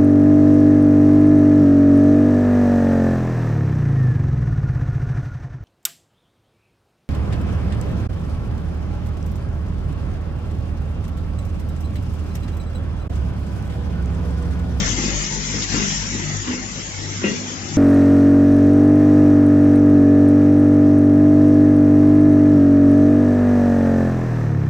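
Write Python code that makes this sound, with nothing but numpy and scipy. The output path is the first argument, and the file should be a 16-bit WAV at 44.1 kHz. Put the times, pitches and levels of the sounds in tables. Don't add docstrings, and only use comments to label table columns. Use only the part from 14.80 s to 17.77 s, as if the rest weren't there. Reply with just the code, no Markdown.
import sys
import numpy as np
from scipy import signal
from scipy.fft import rfft, irfft
from scipy.io import wavfile
from scipy.ndimage import uniform_filter1d

SR = 44100
rng = np.random.default_rng(int(sys.argv[2]) if len(sys.argv) > 2 else 0)


def boost(x):
    u = np.asarray(x, float) / 20
    return 10 ** u


def to_wav(s):
    ch = np.atleast_2d(s).T
    pcm = np.round(np.clip(ch, -1, 1) * 32767)
    wavfile.write(sys.argv[1], SR, pcm.astype(np.int16))


N = 130977

# t/s, level/dB, left over right/dB
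AIR_LEVEL = [(0.0, -27, 9.5), (0.04, -31.5, -0.5), (0.07, -27, 8.5), (0.17, -29.5, 4.5), (0.42, -28.5, 5),
             (0.58, -31, 5.5), (0.84, -28.5, 2.5), (0.87, -33, 6), (0.95, -27.5, 4.5), (1.1, -28.5, 4.5),
             (1.65, -35.5, 2.5), (1.77, -36, 4.5), (2.4, -36, 1), (2.47, -32.5, 2), (2.74, -37, 5),
             (2.97, -36, 4)]
# f/Hz, density/dB per Hz
AIR_SPECTRUM = [(800, -10), (975, -6), (1250, -12.5), (1600, -7.5), (2060, -1), (2500, -10), (3200, -4.5),
                (3800, -7.5), (4700, -6.5), (5800, 1), (6600, -0.5), (7700, -2)]
# t/s, level/dB
RUMBLE_LEVEL = [(0, -26.5), (.12, -33), (.3, -33), (.5, -35.5), (.8, -34.5), (.88, -38.5), (.93, -31.5),
                (1.17, -35.5), (1.31, -35), (1.55, -32.5), (1.63, -40), (1.69, -31), (1.9, -36),
                (2.05, -37), (2.2, -35.5), (2.38, -36), (2.46, -32.5), (2.6, -35.5), (2.97, -34.5)]
# f/Hz, density/dB per Hz
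RUMBLE_SPECTRUM = [(15, -21.5), (30, -13.5), (71, -4), (158, 0), (322, -3), (388, -10.5), (647, -13),
                   (1060, -15), (1500, -15.5), (2040, -15), (4000, -22), (5200, -59), (8800, -120)]
# t/s, level/dB of harmonics 1, 2, 3, 4, 5
HUM_LEVEL = [(0.0, -29, -45, -27.5, -24, -36.5), (0.11, -32, -44, -47.5, -55, -41.5),
             (0.261, -33, -38, -30, -31, -31), (0.36, -29, -34.5, -36, -44.5, -58),
             (0.43, -35, -66, -35.5, -35.5, -50.5), (0.801, -36.5, -33, -35.5, -40.5, -33.5),
             (0.88, -36, -37, -50, -68, -69), (0.94, -35.5, -34, -36, -32, -27.5),
             (1.22, -32.5, -42.5, -43, -38.5, -47.5), (1.35, -40, -31.5, -43, -35.5, -37),
             (1.5, -40.5, -33, -32, -45, -58), (1.56, -43, -29.5, -28, -39.5, -43),
             (1.63, -40, -35, -58, -59, -53), (1.69, -41.5, -41, -58, -41, -27),
             (1.96, -45, -53, -49.5, -43.5, -52.5), (2.31, -46, -29.5, -37.5, -59, -54),
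             (2.42, -51.5, -36.5, -70, -39.5, -37.5), (2.97, -60, -36, -31.5, -42, -41)]
HUM_LEFT_DB = [8.3, 4.3, 5.9, 5.3, 1.4]
HUM_RIGHT_RAD = [0.86, 0.51, .2, 0.22, 0.15]
# f/Hz, level/dB
WHISTLES = [(1650, -58.5), (2085, -51.5), (2552, -69.5), (5929, -62), (6093, -65), (6410, -67), (7406, -59)]
# t/s, level into the frame/dB, level into the panels/dB
CONTACTS = [(0.182, -19, -25), (0.233, -18.5, -25.5), (0.279, -23, -51), (0.572, -26, -41.5),
            (0.739, -21, -31), (0.917, -25.5, -21), (.942, -14, -23.5), (0.964, -25, -31.5),
            (.994, -18, -28), (1.019, -36, -23.5), (1.044, -34, -49.5), (1.31, -26.5, -49),
            (1.349, -25.5, -36.5), (1.668, -26.5, -29), (1.701, -22, -30.5), (1.723, -26, -29.5),
            (1.739, -25, -38), (1.776, -31, -28), (2.414, -26, -27), (2.434, -26, -18.5),
            (2.441, -12, -24.5), (2.457, -17.5, -30.5), (2.478, -17.5, -29.5), (2.496, -22, -33.5),
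            (2.512, -26, -35), (2.535, -25, -46.5), (2.699, -31, -57), (2.89, -30.5, -56)]
# f/Hz, relative level/dB, t60/s
FRAME_MODES = [(197, -0.5, 0.15), (222.5, 2, 0.13), (243, -3, 0.071), (301.6, -3, 0.13),
               (340.5, -2.5, 0.13), (366.4, -8, 0.095), (413, -9, 0.22), (446, -9.5, 0.089),
               (517.4, -10, 0.08), (627, -19, 0.044)]
# f/Hz, relative level/dB, t60/s
PANEL_MODES = [(940, -12, 0.055), (1161, -8.5, 0.088), (1357, -3.5, 0.041), (1588, -5.5, 0.068),
               (1783, -4.5, 0.036), (1927, 1, 0.079), (2003, -2, 0.044), (2087, -0.5, 0.06),
               (2240, -8, .04), (2366, -8.5, 0.049), (2534, -6, 0.099), (2786, -3, 0.12),
               (3050, -11.5, .04), (3170, -14, .05)]
# t/s, level/dB, decay t60/s
VALVE_PUFFS = [(0.816, -21.5, 0.17), (0.999, -28.5, 0.21), (2.45, -40, 0.31), (2.553, -32, 0.17),
               (2.88, -32.5, 0.16)]
# f/Hz, likeness 0 to 1
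LIKENESS = [(60, 0.97), (240, 0.91), (500, 0.61), (800, 0.3), (1200, 0.41), (2000, 0.22), (2600, 0.32),
            (3700, 0.25), (8000, 0.051)]

MAINS_HZ = 50.08
HUM_WAVER_DB, HUM_WANDER_RAD = 2.5, 0.55
AIR_BUZZ = 0.045
WHISTLE_WIDTH_HZ = 12
RIGHT_LAG_S, LAG_ABOVE_HZ = 0.0004, 850
CONTACT_S, RATTLE_S, MODE_SPREAD_DB = 0.003023, 0.019, 4
KNOCK_LOW_HZ, KNOCK_LEFT_DB, PANEL_LIKENESS = 171, 4, 0.4
PUFF_LOW_HZ, PUFF_RISE_S = 2500, 0.012
ROOM_T60_S, WALL_CUT_HZ, ROOM_DB = 0.34, 2200, -11
PATCH_SHARE, PATCH_OWN = 0.49, 0.66
PATCH_HZ, PATCH_S = 110, 0.064
CUTOFF_HZ = 7520


def rms_one(x):
    return x / np.sqrt(np.mean(x ** 2) + 1e-20)


def in_time(rows):
    s, *columns = np.transpose(rows)
    return [np.interp(np.arange(N) / SR, s, column) for column in columns]


def at_hz(points, hz):
    f, value = np.transpose(points)
    return np.interp(np.log(hz), np.log(f), value)


def lean_left(db):
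    return boost(np.array([[0.5], [-0.5]]) * db)


def at_ports(alike, lag, both, left, right):
    shared = np.array([both, np.roll(both, lag)])
    own = np.array([left, right])
    return np.sqrt(alike) * shared + np.sqrt(1 - alike) * own


def drift(rate_hz):
    step = 40
    r = np.exp(-2 * np.pi * rate_hz * step / SR)
    noise = rng.standard_normal(N // step + 2002)
    slow = rms_one(signal.lfilter([1], [1, -2 * r, r * r], noise)[2000:])
    return np.interp(np.arange(N) / step, np.arange(len(slow)), slow)


def ring(clicks, hz, t60):
    r, w = boost(-60 / (t60 * SR)), 2 * np.pi * hz / SR
    return signal.lfilter([0, np.sin(w)], [1, -2 * r * np.cos(w), r * r], clicks + 1e-18)


def banded_noise(spectrum, patchy_db, shared_db, count):
    out, together = 0, drift(12.0)
    edges = 14 * 2 ** np.arange(0, 9.3, 1 / count)
    white = rng.standard_normal((2, 3, N))
    for k, (low, high) in enumerate(zip(edges, edges[1:])):
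        hz = np.sqrt(low * high)
        if not spectrum[0][0] < hz < spectrum[-1][0]:
            continue
        band = signal.butter(2, [low, high], "band", fs=SR, output="sos")
        alike = np.clip(at_hz(LIKENESS, hz), 0, 1)
        lag = int(RIGHT_LAG_S * SR) * (hz > LAG_ABOVE_HZ)
        gain = boost(at_hz(spectrum, hz) + patchy_db * drift(14.8) + shared_db * together)
        out = out + gain * at_ports(alike, lag, *signal.sosfilt(band, white[k % 2]))
    return out / np.sqrt(np.mean(out.mean(axis=0) ** 2))


def whistle(hz, db):
    t60 = np.log(1000) / (np.pi * WHISTLE_WIDTH_HZ)
    once = ring(rng.standard_normal(N), hz, t60)
    return boost(db) * rms_one(ring(once, hz, t60))


def air():
    level_db, left_db = in_time(AIR_LEVEL)
    pulse = 1 + AIR_BUZZ * np.sin(2 * np.pi * MAINS_HZ * np.arange(N) / SR)
    jets = pulse * banded_noise(AIR_SPECTRUM, patchy_db=2.0, shared_db=0.58, count=6)
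    whistles = np.array([sum(whistle(hz, db) for hz, db in WHISTLES) for _ in "LR"])
    mixed = jets * boost(level_db + 1.0) + whistles * boost(level_db - level_db.mean())
    return mixed * lean_left(left_db)


def rumble():
    level_db, = in_time(RUMBLE_LEVEL)
    noise = banded_noise(RUMBLE_SPECTRUM, patchy_db=2.5, shared_db=1.0, count=3)
    return boost(level_db + 1.5) * noise * lean_left(4.2)


def hum():
    t, out = np.arange(N) / SR, 0
    harmonics = zip(in_time(HUM_LEVEL), HUM_LEFT_DB, HUM_RIGHT_RAD)
    for number, (db, left_db, right_rad) in enumerate(harmonics, 1):
        phase = 2 * np.pi * (number * MAINS_HZ * t + rng.random()) + HUM_WANDER_RAD * drift(8.8)
        right_phase = phase - right_rad * (1 + 0.27 * drift(0.45))
        port_waver_db = 1.9 * np.array([drift(4.5), drift(2.9)])
        level = np.sqrt(2) * boost(db + HUM_WAVER_DB * drift(9.5) + port_waver_db)
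        out = out + level * np.sin([phase, right_phase]) * lean_left(left_db)
    return out


def patches(x):
    hz, s, cells = signal.stft(x, SR, nperseg=1024, noverlap=896)
    field = rng.standard_normal((3, 2) + cells.shape[1:])
    for axis, width in ((2, PATCH_HZ / hz[1]), (3, PATCH_S / (s[1] - s[0]))):
        for _ in range(2):
            field = uniform_filter1d(field, max(int(width), 1), axis=axis)
    field = (field[:, 0] + 1j * field[:, 1]) / field.std()
    patch = np.sqrt(1 - PATCH_OWN) * field[0] + np.sqrt(PATCH_OWN) * field[1:]
    gain = np.abs(1 + PATCH_SHARE * patch) / np.sqrt(1 + 2 * PATCH_SHARE ** 2)
    return signal.istft(cells * gain, SR, nperseg=1024, noverlap=896)[1][:, :N]


def knocks():
    s, frame_db, panel_db = np.transpose(CONTACTS)
    out, at = 0, (s * SR).astype(int)
    modes = [*FRAME_MODES, *PANEL_MODES]
    chance = rng.standard_normal((len(s), len(modes), 2))
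    fade = np.exp(-1 / (RATTLE_S * SR))
    for k, (hz, db, t60) in enumerate(modes):
        clicks, frame = np.zeros(N), k < len(FRAME_MODES)
        contact_db = frame_db if frame else panel_db
        strength = boost(contact_db + db - 6.5 + MODE_SPREAD_DB * chance[:, k, 0])
        if frame:
            late = (CONTACT_S * SR * np.abs(chance[:, k, 1])).astype(int)
            clicks[at + late] = strength
        else:
            clicks[at] = strength
            rattle = at_ports(PANEL_LIKENESS, int(RIGHT_LAG_S * SR), *rng.standard_normal((3, N)))
            dying = signal.lfilter([np.sqrt(1 - fade ** 2)], [1, -fade], clicks + 1e-18)
            clicks = dying * rattle
        out = out + ring(clicks, hz, t60) * np.ones((2, 1))
    return signal.sosfilt(signal.butter(2, KNOCK_LOW_HZ, "high", fs=SR, output="sos"), out)


def workshop(x):
    out, dull = np.zeros((2, N)), np.exp(-2 * np.pi * WALL_CUT_HZ / SR)
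    lags = (rng.uniform(0.013, 0.043, 16) * SR).astype(int)
    for k, lag in enumerate(lags):
        loop, gain, state = x.copy(), boost(-60 * lag / SR / ROOM_T60_S), [0.]
        for i in range(lag, N, lag):
            back, state = signal.lfilter([gain * (1 - dull)], [1, -dull], loop[i - lag:i], zi=state)
            loop[i:i + lag] += back[:N - i]
        out[k % 2] += (loop - x) * (-1) ** (k // 2)
    return out


def puffs():
    t, shape = np.arange(N) / SR, 0
    for s, db, t60 in VALVE_PUFFS:
        rise = np.clip((t - s) / PUFF_RISE_S, 0, 1)
        shape = shape + rise * boost(db - 60 * np.maximum(t - s, 0) / t60)
    band = signal.butter(2, [PUFF_LOW_HZ, 7500], "band", fs=SR, output="sos")
    noise = rms_one(signal.sosfilt(band, rng.standard_normal((2, N))))
    return shape * noise * boost(np.array([[3.1], [-1.1]]))


def scene():
    noises = patches(air() + rumble() + puffs())
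    hits = knocks()
    near = hits * lean_left(KNOCK_LEFT_DB)
    room = boost(ROOM_DB) * workshop(hits.mean(axis=0))
    return noises + hum() + near + room


def top_cut(x):
    return signal.sosfilt(signal.butter(12, 8820, fs=SR, output="sos"), x)


def record(dry):
    spectrum = rfft(dry) * (np.fft.rfftfreq(N, 1 / SR) < CUTOFF_HZ)
    mix = irfft(spectrum, N)
    return top_cut(mix)


dry = scene()
out = record(dry)
to_wav(out)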